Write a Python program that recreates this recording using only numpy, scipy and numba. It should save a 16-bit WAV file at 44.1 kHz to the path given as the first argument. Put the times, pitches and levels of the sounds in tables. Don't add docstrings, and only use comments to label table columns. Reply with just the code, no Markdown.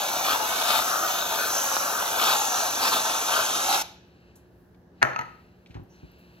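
import sys
import numpy as np
from scipy import signal
from scipy.fft import rfft, irfft, next_fast_len
from scipy.io import wavfile
from scipy.ndimage import uniform_filter1d
from numba import njit

SR = 44100
rng = np.random.default_rng(int(sys.argv[2]) if len(sys.argv) > 2 else 0)


def store_wav(level_fs):
    pcm = np.round(np.clip(np.atleast_2d(level_fs), -1, 1) * 32767)
    wavfile.write(sys.argv[1], SR, pcm.T.astype(np.int16))


N = 282240
T = np.arange(N) / SR


def undb(db):
    return 10 ** (np.asarray(db) / 20)


def unit(x):
    return x / np.sqrt(np.mean(x ** 2))


def noise():
    return rng.standard_normal(N)


def curves(table):
    s, *columns = np.transpose(table)
    return [np.interp(T, s, column) for column in columns]


def on_bins(points, size):
    hz, value = np.transpose(points)
    bins_hz = np.fft.rfftfreq(size, 1 / SR)
    return np.interp(np.log1p(bins_hz), np.log1p(np.abs(hz)), value)


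def colour(x, points, size=4096):
    cepstrum = irfft(np.log(undb(on_bins(points, size))))
    cepstrum[1:size // 2] *= 2
    cepstrum[size // 2 + 1:] = 0
    response = irfft(np.exp(rfft(cepstrum)))
    return signal.fftconvolve(x, response)[:len(x)]


@njit
def resonate(x, hz, width):
    y, band, low = np.empty(len(x)), 0., 0.
    for i in range(len(x)):
        g = np.tan(np.pi * min(hz[i] / SR, .45))
        k = width / hz[i]
        v = (band + g * (x[i] - low)) / (1 + g * (g + k))
        band, low = 2 * v - band, low + 2 * g * v
        y[i] = k * v
    return y


def walk(rate):
    k = max(int(SR / rate), 1)
    steps = np.repeat(noise()[:N // k + 1], k)[:N]
    return unit(uniform_filter1d(steps, k))


def fade(start, decay):
    return (T >= start) * np.exp(-np.clip((T - start) / decay, 0, 50))


def blows(rows):
    x = np.zeros(N)
    for s, db in rows:
        x[int(s * SR)] += undb(db)
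    return x


def ring(x, modes):
    t = T[:SR // 2]
    response = 0
    for hz, db, t60 in modes:
        response = response + undb(db) * np.sin(2 * np.pi * hz * t) * np.exp(-np.log(1000) * t / t60)
    return signal.fftconvolve(x, response)[:len(x)]


# f/Hz, level/dB
PORT_BALANCE = [(60, -0.5), (200, 0), (400, 1.5), (700, 2.5), (1290, 5), (2100, 1), (3000, 2.5), (4400, 0),
                (8000, -0.5), (9500, 0), (15000, 0)]


def ports(x, lead):
    size = next_fast_len(N + SR // 4)
    phase = np.interp(np.fft.rfftfreq(size, 1 / SR), *np.transpose(lead))
    half = undb(on_bins(PORT_BALANCE, size) / 2) * np.exp(.5j * phase)
    return irfft(rfft(x, size) * np.array([half, 1 / half]), size)[:, :N]


def diffuse(size, apart_hz=750):
    mid, side = rfft(rng.standard_normal((2, size)))
    hz = np.fft.rfftfreq(size, 1 / SR)
    share = .5 * hz ** 1.5 / (hz ** 1.5 + apart_hz ** 1.5)
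    return irfft(np.sqrt(1 - share) * mid + np.sqrt(share) * side * np.array([[1], [-1]]), size)


# f/Hz, T60/s
ROOM_DECAY = [(100, .58), (500, 0.47), (1300, 0.45), (3000, 0.62), (6000, 0.45), (10000, 0.3), (16000, 0.3)]
# f/Hz, level/dB
REVERB_TONE = [(100, -2), (500, 2.5), (1200, 1), (2500, -4), (4200, -1.5), (6500, -2.5), (7700, -5),
               (9000, -6), (10500, 0), (12000, 4.5), (16000, -6)]


def kitchen(x, build_s=0.012):
    size = 256
    _, t, frames = signal.stft(diffuse(SR), SR, nperseg=size)
    decay = np.exp(-np.log(1000) * t / on_bins(ROOM_DECAY, size)[:, None])
    tone = undb(on_bins(REVERB_TONE, size))[:, None]
    build = 1 - np.exp(-t / build_s)
    response = signal.istft(frames * decay * tone * build, SR)[1]
    return signal.fftconvolve(x[None], response / np.sqrt(SR / 20), axes=1)[:, :N]


# f/Hz, level/dB
HUM_PARTIALS = [(59.2, -71.5), (118.4, -66), (177.6, -59.5), (355.3, -62.5), (473.7, -78.5)]


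def hum():
    sound = 0
    for hz, db in HUM_PARTIALS:
        sound = sound + undb(db + 1.0 * walk(4.6)) * np.sin(2 * np.pi * (hz * T + rng.random()))
    return sound


# f/Hz, density/dB
AIR_SPECTRUM = [(30, -14.5), (62, 1), (110, -4.5), (200, -5), (340, -8), (550, -12.5), (800, -17),
                (1300, -25.5), (1650, -20.5), (2300, -37), (6000, -39.5), (9000, -55), (13000, -50.5),
                (16000, -53.5)]


def air():
    sound = unit(np.array([colour(x, AIR_SPECTRUM) for x in diffuse(N)]))
    return sound * undb(-56 + 0.23 * walk(8.4))


# f/Hz, density/dB
HISS_SPECTRUM = [(900, 0.5), (2100, 0), (2750, 6), (3400, -7.5), (4150, 0.5), (5000, -8.5), (9000, -23),
                 (13000, -22.5), (16000, -25)]
# t/s, level/dB
HISS_LEVELS = [(4.0, -66), (4.3, -65), (4.5, -74), (4.9, -86), (5.05, -55), (5.6, -70.5), (5.85, -80),
               (5.95, -61.5), (6.4, -61.5)]
# f/Hz, density/dB
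FIZZ_SPECTRUM = [(5000, -20.5), (10000, -7.5), (12500, -1), (16000, -6.5)]
# t/s, level/dB
FIZZ_LEVELS = [(4.0, -84), (4.33, -86), (4.62, -73), (4.85, -83), (5.0, -82), (5.3, -74), (5.5, -80),
               (5.75, -78), (6.1, -78), (6.3, -78), (6.39, -70)]


def hiss():
    sound = unit(colour(noise(), HISS_SPECTRUM)) * undb(curves(HISS_LEVELS)[0])
    fizz = unit(colour(noise(), FIZZ_SPECTRUM))
    sound = sound + fizz * undb(curves(FIZZ_LEVELS)[0] + 1.2 * walk(14))
    late = np.interp(T - .00027, T, sound)
    return np.array([sound, undb(-1.5) * late])


def background():
    return hum() + air() + hiss()


# t/s, relative level/dB
STEP_CONTACTS = [(5.700, -43.5), (5.754, -33), (5.772, -36.5), (5.797, -38), (5.818, -41.5), (6.032, -39.5),
                 (6.046, -42)]
# f/Hz, level/dB, T60/s
FLOOR_MODES = [(67.7, -6, .09), (108, 4.5, 0.06), (149, -0.5, 0.075), (255, -1, 0.06), (345, -3, 0.06),
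               (780, -13, .035)]


def steps():
    return undb(-2.5) * ring(blows(STEP_CONTACTS), FLOOR_MODES)


# t/s, relative level/dB, centre f/Hz, width/Hz, rise and decay time constants/s
TICK_EVENTS = [(4.077, -66, 13100, 9050, .002, 0.0044), (4.202, -69, 13000, 8970, 0.0019, .004),
               (4.354, -51, 8990, 11000, 0.0042, 0.017), (4.744, -58, 2490, 2500, 0.0024, 0.0055),
               (5.660, -49, 2700, 1790, 0.001, .005), (5.670, -54, 3200, 5000, 0.0011, 0.0045),
               (5.68, -58, 2500, 4000, .03, .05), (5.705, -52.5, 2200, 2400, .003, 0.012),
               (5.743, -45.5, 1500, 2400, 0.001, 0.009), (5.756, -42.5, 700, 1000, 0.004, 0.022),
               (5.834, -57, 12500, 4980, 0.002, 0.004), (5.89, -55.5, 5930, 1110, 0.04, 0.043),
               (6.115, -53, 12940, 4480, 0.0019, 0.003), (6.18, -57.5, 12000, 12100, 0.016, .02)]


def ticks():
    sound = 0
    for s, db, hz, width, rise, decay in TICK_EVENTS:
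        centre = np.full(N, float(hz))
        once = resonate(noise(), centre, float(width))
        scuff = unit(resonate(once, centre, float(width)))
        sound = sound + undb(db) * fade(s, decay) * (1 - fade(s, rise)) * scuff
    return sound


# f/Hz, lead/rad
KNOCK_PHASE = [(0, 0.3), (500, 2.75), (850, 1.7), (1200, 2.5), (1600, 1.75), (2000, 2.1), (2500, 0.59),
               (3200, 1.8), (4100, 1.2), (4800, 2.5), (6400, 1.4), (9000, 3.1), (13300, 5.1)]


def handling():
    sound = steps() + ticks()
    return ports(sound, KNOCK_PHASE) + undb(-6.0) * kitchen(sound)


# f/Hz, level/dB, T60/s
CAN_MODES = [(360, -16, .03), (720, -25, .04), (930, -20, 0.03), (985, -23, 0.11), (1270, -12.5, 0.06),
             (1430, -19, 0.09), (1530, -6, 0.012), (1720, -17, .03), (1905, -8.5, 0.018), (1980, -23, .05),
             (2480, -10, 0.008), (2750, -13, .012), (4200, -15, 0.014), (6150, -17, 0.01)]
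# f/Hz, level/dB
CAN_RADIATION = [(60, -16), (200, -8), (500, 1), (900, 6), (1450, 2), (2000, 6), (2600, 1), (3300, -6),
                 (4200, -2.5), (5000, -5.5), (6500, -5), (9000, -28)]
# f/Hz, density/dB
CRACK_SPECTRUM = [(100, -19.5), (500, -11.5), (1500, 6), (2500, 3), (3200, -8), (4200, -9), (4900, -16),
                  (6100, -1.5), (7000, -10), (8000, -22), (11000, -15), (16000, -23)]
FOCUS_DB, FOCUS_OCTAVES = 8, .22
BUZZ_DB, DETUNE = -22, .018


def contact(db, hard_db, buzz_s, focus_hz):
    t = T[:SR // 2]
    buzz, grit = rng.standard_normal((2, len(t)))
    push = (t == 0) + undb(BUZZ_DB) * buzz * np.exp(-t / buzz_s)
    hz, mode_db, t60 = np.transpose(CAN_MODES)
    favoured = np.exp(-(np.log2(hz / focus_hz) / FOCUS_OCTAVES) ** 2)
    detuned_hz = hz * np.exp(DETUNE * rng.standard_normal(len(hz)))
    modes = zip(detuned_hz, mode_db + FOCUS_DB * favoured, t60)
    body = colour(ring(push, modes), CAN_RADIATION)
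    crack = colour(grit * np.exp(-t / 0.0016), CRACK_SPECTRUM)
    return undb(db) * (undb(-8.5) * body + undb(-5.5) * undb(hard_db) * crack)


# t/s, relative level/dB, hardness (relative crack level)/dB,
# time constant of the buzz/s, favoured f/Hz
RIM_CONTACTS = [(5.0166, -25, -26, .005, 1560), (5.0210, -11, -26, 0.0026, 1560),
                (5.0268, -9, -14, .003, 2600), (5.0284, -1, -1, .0032, 1600),
                (5.0334, -12, -22, 0.0034, 1280), (5.048, -22, -16, .005, 1300),
                (5.072, -23, -20, .005, 1400), (5.133, -27, -20, .006, 1440),
                (5.1617, -13, -14, 0.0037, 1250), (5.1902, -17, 0, .005, 900),
                (5.1925, -17, -6, .004, 1300), (5.2112, -23.5, -1, .005, 1000),
                (5.219, -26, -5, .003, 1700)]
# t/s, relative level/dB
WEIGHT_THUMPS = [(5.036, 0), (5.194, -9)]
# f/Hz, level/dB, T60/s
TOP_MODES = [(135, -2, .26), (242, -4, .16), (345, -3, .05), (510, 0, .07), (673, -2, .16), (748, -3, .2)]
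# delay t/s, level/dB
NEARBY_WALLS = [(0.023, -15), (.061, -23.5)]


def can():
    sound = undb(-30) * ring(blows(WEIGHT_THUMPS), TOP_MODES)
    for s, *touch_settings in RIM_CONTACTS:
        touch, start = contact(*touch_settings), int(s * SR)
        sound[start:start + len(touch)] += touch
    echoes = sum(undb(db) * np.interp(T - delay, T, sound) for delay, db in NEARBY_WALLS)
    echoes = colour(echoes, [(2000, -0.5), (6000, -5), (10000, -12)])
    nearby = kitchen(sound, build_s=0.013)[0]
    direct = ports(sound + echoes + undb(-8.0) * nearby, KNOCK_PHASE)
    return direct + undb(-7.5) * kitchen(sound, build_s=0.0078)


# middle t/s, length t/s, foam swell/dB,
# gas surge/dB (each layer follows in its own proportion), foam pocket f/Hz, gas channel f/Hz
HAND_TURNS = [(0.297, 0.11, 6, 8.5, 1030, 3400), (0.739, .16, 5.5, 9.5, 1030, 4000),
              (0.988, 0.21, 4, -0.5, 1200, 3700), (1.447, 0.13, 1.5, 2, 1370, 3570),
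              (1.9, 0.21, 3, -0.5, 1130, 3740), (2.275, .18, 6.5, 10.5, 1040, 3800),
              (2.564, 0.13, 2, -1, 1130, 3750), (2.856, 0.083, 6, 11.5, 1070, 4140),
              (2.953, 0.072, 5, 7.5, 1070, 3130), (3.375, 0.13, 7, 6, 1300, 2900),
              (3.728, 0.089, 5.5, 5, 870, 4120)]
TURN_EDGE = 5.1
POCKET_REST_HZ, CHANNEL_REST_HZ = 941, 3600


def turns():
    swell, surge, pocket_hz, channel_hz = 0, 0, POCKET_REST_HZ, CHANNEL_REST_HZ
    for s, length, foam_db, gas_db, foam_hz, gas_hz in HAND_TURNS:
        hump = np.exp(-np.abs(2 * (T - s) / length) ** TURN_EDGE * np.log(2))
        swell, surge = swell + foam_db * hump, surge + gas_db * hump
        pocket_hz = pocket_hz + (foam_hz - POCKET_REST_HZ) * hump
        channel_hz = channel_hz + (gas_hz - CHANNEL_REST_HZ) * hump
    return swell, surge, pocket_hz, channel_hz


def bubbles(per_s, spread_db):
    bursts = rng.random(N) < per_s / SR
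    return unit(bursts * noise() * undb(spread_db * noise()))


# f/Hz, density/dB
FOAM_SPECTRUM = [(60, -38), (200, -25.5), (400, -17), (520, -7), (650, -1), (830, -1.5), (1050, -5.5),
                 (1380, 0), (1650, -3.5), (2000, -15.5), (3000, -21.5), (8000, -40.5)]
POCKET_WIDTH_HZ, POCKET_DB = 330., 3
POCKET_PER_SWELL = 0.38


def foam(swell, pocket_hz, sputter, unsteady):
    bursts = unit(colour(bubbles(per_s=5000, spread_db=2.0), FOAM_SPECTRUM))
    pocket = resonate(bursts, pocket_hz * np.exp(0.077 * walk(15)), POCKET_WIDTH_HZ)
    sound = unit(bursts + undb(POCKET_DB + POCKET_PER_SWELL * swell) * pocket)
    return sound * undb(-31.5 + 0.74 * swell + 0.44 * sputter + 0.66 * unsteady)


# f/Hz, density/dB
LANDING_SPECTRUM = [(40, -17), (70, -13), (150, -13.5), (260, 1), (420, 0), (560, 1), (800, -7),
                    (1600, -27)]


def flutter(surge, sputter):
    sound = unit(colour(bubbles(per_s=2500, spread_db=2.0), LANDING_SPECTRUM))
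    return sound * undb(-46 + 0.42 * surge + 0.47 * sputter)


# f/Hz, density/dB
RASP_SPECTRUM = [(800, -23.5), (1900, -2), (2500, 0), (2950, -3), (3600, -0.5), (4300, 0), (5200, -2.5),
                 (7500, -10), (15000, -26)]
# t/s, level/dB
RASP_LEVELS = [(0, -32.5), (.42, -41), (.58, -35.5), (.9, -40), (1.25, -34.5), (1.72, -42.5), (2.1, -38),
               (2.65, -36.5), (3.5, -35)]
CHANNEL_WIDTH_HZ, CHANNEL_DB = 445., 4


def rasp(surge, channel_hz, sputter, unsteady):
    gas = unit(colour(bubbles(per_s=7000, spread_db=2.5), RASP_SPECTRUM))
    channel = resonate(gas, channel_hz * np.exp(0.07 * walk(11)), CHANNEL_WIDTH_HZ)
    gas = unit(gas + undb(CHANNEL_DB) * channel)
    return gas * undb(curves(RASP_LEVELS)[0] + surge + .77 * sputter + .9 * unsteady)


# t/s, f/Hz
WHISTLE_PITCHES = [(0.0, 6200), (0.88, 6060), (1.39, 6310), (1.52, 6040), (1.66, 6300), (1.79, 6030),
                   (2.06, 6170), (2.27, 5900), (2.37, 6340), (2.84, 6040), (3.31, 6320), (3.8, 6070)]
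# t/s, level/dB
WHISTLE_LEVELS = [(0, -37.5), (.25, -34.5), (.45, -38.5), (.75, -37.5), (.87, -33.5), (1.05, -35.5),
                  (1.42, -38), (1.55, -29), (1.75, -33.5), (2.12, -38), (2.3, -31), (2.9, -34), (3.3, -33),
                  (3.45, -32.5), (3.6, -33)]


def whistle(surge):
    slit_hz = curves(WHISTLE_PITCHES)[0] * (1 + 0.015 * walk(14))
    slit = resonate(noise(), slit_hz, 900.)
    return unit(resonate(slit, slit_hz, 2500.)) * undb(curves(WHISTLE_LEVELS)[0] - .35 * surge)


# t/s, level/dB
PIPING_LEVELS = [(0, -47), (.2, -44), (.4, -50), (.55, -48), (.75, -42), (.9, -70)]


def piping():
    piping_hz = 2240 * (1 + .008 * walk(12))
    narrow = resonate(noise(), piping_hz, 130.)
    return unit(resonate(narrow, piping_hz, 400.)) * undb(curves(PIPING_LEVELS)[0])


# f/Hz, density/dB
JET_SPECTRUM = [(500, -21.5), (2000, -1), (4500, -6), (6900, -2.5), (7700, 2.5), (8500, -1), (9500, -4),
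                (10100, 0.5), (11100, 0.5), (11900, -7), (14000, -23.5)]
# t/s, level/dB
JET_LEVELS = [(0, -33.5), (.15, -33.5), (.3, -35), (.55, -31.5), (.9, -31.5), (1.22, -35), (1.55, -31.5),
              (1.87, -30.5), (2.05, -33), (2.4, -31), (2.68, -32), (2.85, -31.5), (3, -31), (3.2, -31.5),
              (3.8, -29.5)]


def jet(surge, sputter, unsteady):
    level = curves(JET_LEVELS)[0] + 0.35 * surge + 0.62 * sputter + 0.43 * unsteady
    return unit(colour(noise(), JET_SPECTRUM)) * undb(level)


# f/Hz, density/dB
MIST_SPECTRUM = [(9500, -30), (11200, -7), (12300, 0.5), (13200, -4.5), (14000, -4), (15700, -10)]
# t/s, level/dB
MIST_LEVELS = [(0, -39), (.62, -39.5), (.76, -38.5), (.85, -38), (1.6, -37.5), (1.85, -39.5), (2.05, -39),
               (2.3, -39.5), (2.6, -41), (2.85, -42.5), (2.93, -39), (3.05, -44), (3.38, -41), (3.5, -44),
               (3.8, -40.5)]


def mist(surge, sputter, unsteady):
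    hiss_band = colour(noise(), MIST_SPECTRUM)
    peak = resonate(hiss_band, 12500 * np.exp(.06 * walk(8)), 900.)
    level = curves(MIST_LEVELS)[0] + 0.42 * surge + 0.6 * sputter + .3 * unsteady
    return unit(hiss_band + undb(-6.5) * peak) * undb(level)


# t/s, relative level/dB
SPIT_BURSTS = [(.277, -12), (.704, -7), (.759, -12.5), (.772, -11.5), (.792, -14), (.907, -15.5),
               (1.716, -15.5), (1.767, -6.5), (2.199, -9), (2.828, -13.5), (2.852, -8.5)]
# f/Hz, level/dB, T60/s
SPIT_MODES = [(750, -11, 0.0022), (1204, 2, 0.0035), (3906, -10.5, 0.0039)]


def spits():
    return colour(ring(blows(SPIT_BURSTS), SPIT_MODES), [(100, -31), (700, -1.5)])


# f/Hz, level/dB, T60/s
TIN_MODES = [(595, 1, 0.051), (712, -3, 0.068), (787, 0, 0.088), (911, 4, 0.054), (1400, -3.5, 0.056),
             (2547, -1, 0.1), (3635, 1.5, 0.07), (3896, 1, 0.066), (4281, 4, .1)]
VALVE_SHUT_S, VALVE_CLOSE_S = 3.821, 0.0024


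def spray():
    swell, surge, pocket_hz, channel_hz = turns()
    sputter = walk(230)
    unsteady = walk(22.01)
    cream = foam(swell, pocket_hz, sputter, unsteady) + flutter(surge, sputter)
    gas = rasp(surge, channel_hz, sputter, unsteady) + jet(surge, sputter, unsteady)
    gas = gas + mist(surge, sputter, unsteady) + whistle(surge) + piping()
    valve = np.exp(-np.clip((T - VALVE_SHUT_S) / VALVE_CLOSE_S, 0, 20))
    sound = (cream + gas + spits()) * valve
    return sound + undb(-55) * ring(sound, TIN_MODES)


def glance(x, count=7):
    lags = rng.uniform(.001, .006, count)
    return sum(np.roll(x, int(lag * SR)) * walk(6) for lag in lags) / np.sqrt(count)


# t/s, f/Hz
HOLLOW_PITCH = [(0, 1980), (.3, 2110), (.5, 1960), (.75, 2170), (1.17, 2160), (1.4, 2000), (1.6, 2140),
                (1.85, 2000), (2.06, 2230), (2.15, 1990), (2.42, 2160), (2.8, 2070), (3.35, 2130),
                (3.7, 2000)]
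# f/Hz, level/dB
REFLECTED_TONE = [(150, -10), (550, -1), (1200, -2), (1700, 1), (2100, 0), (2700, 3.5), (3700, 0),
                  (4800, 2.0), (6500, -1.5), (7800, -6.5), (9000, -32), (10500, -7), (12000, -4)]
# f/Hz, level/dB
ROOM_SEND = [(550, -1), (800, -4), (1400, 0), (2200, 4), (3500, 0), (9000, 2), (13000, -2)]
# f/Hz, lead/rad
SPRAY_PHASE = [(0, 0), (340, -0.2), (1120, 0.3), (1600, -0.52), (2150, 0), (2650, -0.2), (3250, 0.41),
               (4100, 0.06), (4900, 1.7), (6200, 0.88), (7500, 2.06), (8100, 2.5), (8450, 3), (9600, 3),
               (10300, 4), (11200, 4), (12500, 6), (13300, 5.5), (16000, 6.5)]


def heard_spray(sound):
    hollow_hz = curves(HOLLOW_PITCH)[0]
    surge = turns()[1]
    thrown = colour(sound, REFLECTED_TONE) * undb(-.22 * surge)
    thrown = thrown - .55 * resonate(thrown, hollow_hz, 400.)
    near = np.array([glance(thrown), glance(thrown)])
    room = kitchen(colour(sound, ROOM_SEND))[0]
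    left, right = ports(sound + undb(-14) * room, SPRAY_PHASE)
    left = left - 2 * resonate(np.ascontiguousarray(left), hollow_hz, 800.)
    return np.array([left, right]) + undb(-6) * near + undb(-9.5) * kitchen(thrown)


def scene():
    return background() + handling() + can() + heard_spray(spray())


def record(dry):
    low_cut = signal.butter(5, 53, "high", fs=SR, output="sos")
    top_cut = signal.ellip(10, .2, 70, 15800, fs=SR, output="sos")
    x = np.clip(signal.sosfilt(low_cut, dry), -.9, .9)
    return signal.sosfilt(top_cut, x)


dry = scene()
out = record(dry)
store_wav(out)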